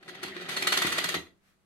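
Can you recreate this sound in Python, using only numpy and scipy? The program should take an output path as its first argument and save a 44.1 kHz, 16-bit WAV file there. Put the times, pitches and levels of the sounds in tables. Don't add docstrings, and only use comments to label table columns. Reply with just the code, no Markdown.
import sys
import numpy as np
from scipy import signal
from scipy.fft import rfft, irfft, next_fast_len
from scipy.io import wavfile
from scipy.ndimage import uniform_filter1d

SR = 44100
rng = np.random.default_rng(int(sys.argv[2]) if len(sys.argv) > 2 else 0)


def persist_wave(psi):
    counts = np.round(np.clip(psi, -1, 1) * 32767).astype(np.int16)
    wavfile.write(sys.argv[1], SR, np.atleast_2d(counts).T)


N = 72765
T = np.arange(N) / SR
AGE = T[:SR // 2]

# freq_hz, gain_db
AIR_SPECTRUM = [(25, 1), (60, 0), (90, 4), (130, 0), (190, 1), (300, -4), (600, -8), (2000, -13),
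                (6000, -27), (15000, -33)]
# speed_multiple, level_db
HUM_PARTIALS = [(1, -58), (2, -62)]
# time_s, gain_db
HUM_CURVE = [(0, -12), (.1, -7), (.3, -1.5), (.42, 6.5), (.58, -2.5), (.72, 4), (1.0, 1.5), (1.18, 6),
             (1.23, -9), (1.3, -41)]
# time_s, gain_db, treble_db
GRIND_CURVE = [(0, -27.5, -11), (.06, -25, -2), (.11, -18.5, -22), (.21, -14.5, -8.5), (.26, -7.5, -1),
               (.33, -14, -12), (.40, -8, -8), (.47, -9, -11.5), (.51, -1.5, 0.5), (.555, -4.5, -3),
               (.59, -3, 3), (.65, -2, -5.5), (.72, -3.5, 4), (.85, 4.5, -3.5), (.91, -2.5, 0),
               (1.02, -0.5, -4.5), (1.13, -3, 0), (1.17, -13, -4.5), (1.20, -26, -7.5), (1.27, -25, -3),
               (1.30, -56, 15.5)]
# freq_hz, gain_db
CLICK_SPECTRUM = [(100, -20.5), (400, 2.5), (700, 1), (950, -6), (1250, 3), (1650, 1), (1930, 8.5),
                  (2200, 3.5), (2800, 1.5), (4400, 0.5), (5100, -8), (9500, -12.5), (13000, -14),
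                  (15500, -28)]
# freq_hz, t60_s, gain_db
FRAME_MODES = [(1189, 0.11, -2), (1502, 0.13, -8), (1974, 0.03, -5), (2400, .05, -6), (3612, .05, -3.5),
               (4270, 0.02, -10.5), (6395, 0.045, -7)]
# time_s, gain_db
RUMBLE_CURVE = [(0, -16.5), (.08, -4.5), (.19, -6), (.25, -4.5), (.45, -1.5), (.65, 4), (.85, 2.5),
                (1.10, -0.5), (1.17, 7.5), (1.21, -21), (1.29, -39)]
# freq_hz, t60_s, gain_db
TABLE_BASE_MODES = [(92, 0.2, -9.5), (163.5, 0.11, -3), (196.3, 0.1, -3), (275.5, 0.053, -4),
                    (341, 0.05, -2), (381.5, 0.047, -0.5), (414.6, .07, -4.5), (595, 0.011, -13.5)]
# start_s, chatter_db, length_s, treble_db, base_db, wheel_db, tooth_db
TOOTH_SNAPS = [(0.024, -28.5, 0.01, -6, -68, -70, -78), (0.077, -19.5, 0.0045, -7, -65, -60, -59),
               (0.084, -16.5, .012, -1.5, -53, -53, -63), (0.145, -20.5, 0.01, -4, -63, -66, -72),
               (0.228, -8, 0.011, 1, -36, -43, -48), (0.276, -18.5, 0.008, -14, -62, -58, -68),
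               (0.362, -15, 0.0042, -9, -34.5, -58, -69), (0.407, -15.5, 0.021, -4, -46.5, -53, -70),
               (0.485, -6.5, 0.014, -0.5, -47.5, -50.5, -49.5), (0.563, -3.5, 0.011, 0, -44, -44, -38),
               (0.621, -2.5, 0.0052, .5, -45.5, -41, -45), (0.668, 3.5, 0.011, 1.5, -36.5, -29, -35),
               (0.719, 3.5, 0.0097, -0.5, -38.5, -39.5, -44.5),
               (0.734, -0.5, .0065, -4, -36.5, -37.5, -48.5), (0.769, 1.5, 0.0087, 2.5, -39, -32, -40.5),
               (0.817, -0.5, .0065, 2, -42, -27.5, -53.5), (0.865, -4, 0.0068, 3.5, -46.5, -40, -52.5),
               (0.918, -4.5, 0.01, 2.5, -40, -31.5, -54), (0.979, 0, 0.01, 1.5, -40, -47, -41.5),
               (1.038, -2, 0.0078, 1.5, -50, -37, -38.5), (1.087, -3, 0.0041, 2, -44, -42, -51.5),
               (1.139, -2, 0.011, -1, -39, -51, -42), (1.268, -35, 0.0034, -14.5, -61, -57, -78.5)]
# pitch_hz, swell_s, gain_db
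BASE_MODES = [(370.8, 0.0068, -1)]
# pitch_hz, swell_s, gain_db
WHEEL_MODES = [(1917, .0035, 0)]
# pitch_hz, swell_s, gain_db
TOOTH_MODES = [(4210, 0.0049, 4.5), (6300, 0.0021, -10)]
# start_s, gain_db
CARGO_BUMPS = [(.195, -22), (.248, -10.5), (.495, -13), (.525, -18), (.848, 1.5), (1.050, -10),
               (1.153, -8.5), (1.165, -4.5)]
# freq_hz, gain_db
BUMP_SPECTRUM = [(40, -32), (80, -8), (115, -12.5), (170, 2), (350, 1.5), (550, -8), (1200, -10.5),
                 (4000, -61)]
# freq_hz, t60_s, gain_db
SWAY_MODES = [(82.7, .35, 4.5), (99, 0.39, -9)]
# freq_hz, gain_db
RUSTLE_SPECTRUM = [(400, -17.5), (950, -10), (1400, -0.5), (2050, -2.5), (2500, -6), (4500, -11),
                   (6000, -14.5), (12000, -16.5), (15500, -24)]
# freq_hz, t60_s
ROOM_DECAY = [(100, 0.4), (400, 0.35), (2000, 0.21), (5000, 0.23), (14000, .26)]
# freq_hz, gain_db
ROOM_SPECTRUM = [(100, -7.5), (400, -5.5), (2000, 1.5), (5000, 2), (14000, -1.5)]
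# freq_hz, left_minus_right_db
BALANCE = [(170, -3.5), (380, 0.5), (2400, 0.5), (4400, -3.5), (8000, 4.5), (15000, 3)]

AIR_DB, AIR_LIKENESS, ROOM_HUM_HZ, ROOM_HUM_DB = -72.5, 0.37, 195.7, -79.5
MOTOR_HZ, MOTOR_WOW, HUM_FLUTTER_DB = 187.96, 0.05, 2.5
GRIND_DB, GRIND_FLUTTER_DB, MESH_DEPTH = -37, 2, 0.4
CLICKS_PER_S, CLICK_SPREAD_DB = 4500, 2.5
FRAME_RING_DB, TREBLE_HZ = 2, 4915
RUMBLE_DB, RUMBLE_HIGHPASS_HZ, BUMP_DB = -24.5, 141, 10
SNAP_DB, SNAP_CLICKS_PER_S, SNAP_DETUNE = 1.42, 2600, 0.018
CHATTER_ATTACK_S, CHATTER_RELEASE_S = 0.0041, 0.0013
SQUEAK_AT_S, SQUEAK_HALF_WIDTH_S, SQUEAK_HZ, SQUEAK_JITTER, SQUEAK_DB = 0.328, 0.009, 2010, 0.06, -44
RUSTLE_AT_S, RUSTLE_HALF_WIDTH_S, RUSTLE_DB = 1.485, 0.061, -69
SCATTER_T60_S, SCATTER_DB, SCATTER_HIGHPASS_HZ, RIGHT_LAG_S = 0.032, 5, 874, 0.00012
ROOM_GAP_S, ROOM_LIKENESS, WIDE_ABOVE_HZ = 0.0099, 0.62, 900


def undb(db):
    return 10 ** (np.asarray(db) / 20)


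def unit(x):
    return x / np.sqrt(np.mean(x ** 2))


def curve(table, col=1):
    rows = np.array(table)
    return np.interp(T, rows[:, 0], rows[:, col])


def at_freq(table, f):
    rows = np.array(table)
    return np.interp(np.log(np.maximum(f, 1)), np.log(rows[:, 0]), rows[:, 1])


def shape(x, response):
    size = next_fast_len(x.shape[-1] + SR // 10, real=True)
    freq_hz = np.arange(size // 2 + 1) * SR / size
    return irfft(rfft(x, size) * response(freq_hz), size)[..., :x.shape[-1]]


def highpass(x, hz):
    return signal.sosfilt(signal.butter(2, hz, "high", fs=SR, output="sos"), x)


def through(x, response):
    size = next_fast_len(N + len(AGE), real=True)
    return irfft(rfft(x, size) * rfft(response, size), size)[..., :N]


def tick(spectrum, size=4096):
    freq_hz = np.arange(size // 2 + 1) * SR / size
    cepstrum = irfft(np.log(undb(at_freq(spectrum, freq_hz))))
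    cepstrum[1:size // 2] *= 2
    cepstrum[size // 2 + 1:] = 0
    return np.pad(irfft(np.exp(rfft(cepstrum))), (0, len(AGE) - size))


def ring(modes):
    out = 0
    for k, (hz, t60_s, gain_db) in enumerate(modes):
        decay = np.log(1000) / t60_s
        gain = (-1) ** k * undb(gain_db) * 2 * decay / SR
        out = out + gain * np.exp(-decay * AGE) * np.sin(2 * np.pi * hz * AGE)
    return out


def fade(t60_s, gap_s):
    decay = np.log(1000) / t60_s
    return (AGE >= gap_s) * np.exp(-decay * np.maximum(AGE - gap_s, 0)) * np.sqrt(2 * decay / SR)


def wander(rate_hz):
    hold = int(SR / rate_hz)
    steps = np.repeat(rng.standard_normal(N // hold + 1), hold)
    return unit(uniform_filter1d(steps, hold)[:N])


def clicks(per_s):
    hits = (rng.random(N) < per_s / SR) * rng.choice([-1, 1], N)
    return unit(hits * undb(CLICK_SPREAD_DB * np.clip(rng.standard_normal(N), -2, 2)))


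def stereo_noise(likeness):
    mid, side = rng.standard_normal((2, N))
    coherence = lambda f: likeness / (1 + (f / WIDE_ABOVE_HZ) ** 2)
    mid = shape(mid, lambda f: np.sqrt(1 + coherence(f)))
    side = shape(side, lambda f: np.sqrt(1 - coherence(f)))
    return np.array([mid + side, mid - side]) / np.sqrt(2)


def room_air():
    air = unit(shape(stereo_noise(AIR_LIKENESS), lambda f: undb(at_freq(AIR_SPECTRUM, f))))
    hum = np.sqrt(2) * np.sin(2 * np.pi * ROOM_HUM_HZ * T)
    return undb(AIR_DB) * air + undb(ROOM_HUM_DB) * hum


def motor_hum(turns):
    load_db = curve(HUM_CURVE)
    return sum(undb(db + load_db + HUM_FLUTTER_DB * wander(45)) * np.sin(2 * np.pi * multiple * turns)
               for multiple, db in HUM_PARTIALS)


def gear_grind(turns):
    mesh = 1 + MESH_DEPTH * np.cos(2 * np.pi * turns)
    scrape = clicks(CLICKS_PER_S) * mesh
    force = scrape * undb(GRIND_DB + curve(GRIND_CURVE) + GRIND_FLUTTER_DB * wander(120))
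    return np.array([force, force * (undb(curve(GRIND_CURVE, col=2)) - 1)])


def brick_frame(force, treble_change, places=4):
    place = rng.integers(0, places, N)
    response = tick(CLICK_SPECTRUM) + undb(FRAME_RING_DB) * ring(FRAME_MODES)
    parts = []
    for k in range(places):
        treble = shape(treble_change * (place == k), lambda f: f ** 6 / (f ** 6 + TREBLE_HZ ** 6))
        parts.append(through(force * (place == k) + treble, response))
    return parts


def table_rumble():
    shake = clicks(CLICKS_PER_S) * undb(RUMBLE_DB + curve(RUMBLE_CURVE))
    return through(highpass(shake, RUMBLE_HIGHPASS_HZ), ring(TABLE_BASE_MODES))


def snap_chatter():
    grain = clicks(SNAP_CLICKS_PER_S)
    out = np.zeros((2, N))
    for start_s, chatter_db, length_s, treble_db, *_ in TOOTH_SNAPS:
        first = int(start_s * SR)
        span = slice(first, first + SR // 20)
        age_s = T[span] - T[first]
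        attack = np.minimum(age_s / CHATTER_ATTACK_S, 1)
        release = np.exp(-np.maximum(age_s - length_s, 0) / CHATTER_RELEASE_S)
        burst = grain[span] * attack * release
        burst *= undb(SNAP_DB + chatter_db) / np.linalg.norm(burst)
        out[:, span] += np.outer([1, undb(treble_db) - 1], burst)
    return out


def snap_rings():
    out = np.zeros(N + len(AGE))
    for start_s, _, _, _, *levels_db in TOOTH_SNAPS:
        first = int(start_s * SR)
        for modes, level_db in zip((BASE_MODES, WHEEL_MODES, TOOTH_MODES), levels_db):
            for pitch_hz, swell_s, gain_db in modes:
                detuned_hz = pitch_hz * (1 + SNAP_DETUNE * rng.standard_normal())
                envelope = undb(level_db + gain_db) * AGE / swell_s * np.exp(1 - AGE / swell_s)
                out[first:first + len(AGE)] += envelope * np.sin(2 * np.pi * detuned_hz * AGE)
    return out[:N]


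def cargo_bumps():
    blows = np.zeros(N)
    for start_s, gain_db in CARGO_BUMPS:
        blows[int(start_s * SR)] += undb(BUMP_DB + gain_db)
    return through(blows, tick(BUMP_SPECTRUM) + ring(TABLE_BASE_MODES) + ring(SWAY_MODES))


def squeak():
    pitch_hz = SQUEAK_HZ * (1 + SQUEAK_JITTER * wander(600))
    envelope = np.exp(-((T - SQUEAK_AT_S) / SQUEAK_HALF_WIDTH_S) ** 2)
    return undb(SQUEAK_DB) * envelope * np.sin(2 * np.pi * np.cumsum(pitch_hz) / SR)


def rustle():
    rub = unit(shape(stereo_noise(AIR_LIKENESS), lambda f: undb(at_freq(RUSTLE_SPECTRUM, f))))
    envelope = np.exp(-((T - RUSTLE_AT_S) / RUSTLE_HALF_WIDTH_S) ** 2)
    return undb(RUSTLE_DB) * envelope * rub


def near_paths(x):
    scatter = rng.standard_normal((2, len(AGE))) * fade(SCATTER_T60_S, gap_s=0)
    paths = undb(SCATTER_DB) * highpass(scatter, SCATTER_HIGHPASS_HZ)
    paths[0, 0] += 1
    paths[1, int(RIGHT_LAG_S * SR)] += 1
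    return through(x, paths)


def room_tail(x):
    noise = stereo_noise(ROOM_LIKENESS)[:, :len(AGE)]
    centres_hz = [hz for hz, _ in ROOM_DECAY]
    tail = 0
    for (_, t60_s), weights in zip(ROOM_DECAY, np.eye(len(centres_hz))):
        crossover = list(zip(centres_hz, weights))
        band = shape(noise, lambda f: at_freq(crossover, f) * undb(at_freq(ROOM_SPECTRUM, f)))
        tail = tail + fade(t60_s, ROOM_GAP_S) * band
    return through(x, tail)


def scene():
    turns = np.cumsum(MOTOR_HZ * (1 + MOTOR_WOW * wander(24.95))) / SR
    force, treble_change = snap_chatter() + gear_grind(turns)
    parts = brick_frame(force, treble_change)
    parts.append(snap_rings())
    parts.append(table_rumble() + motor_hum(turns) + cargo_bumps() + squeak())
    heard = sum(near_paths(part) for part in parts) + room_tail(sum(parts))
    balanced = shape(heard, lambda f: undb(np.outer([1, -1], at_freq(BALANCE, f)) / 2))
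    return balanced + rustle() + room_air()


def record(dry):
    return signal.sosfilt(signal.ellip(10, 0.2, 70, 15800, fs=SR, output="sos"), dry)


dry = scene()
out = record(dry)
persist_wave(out)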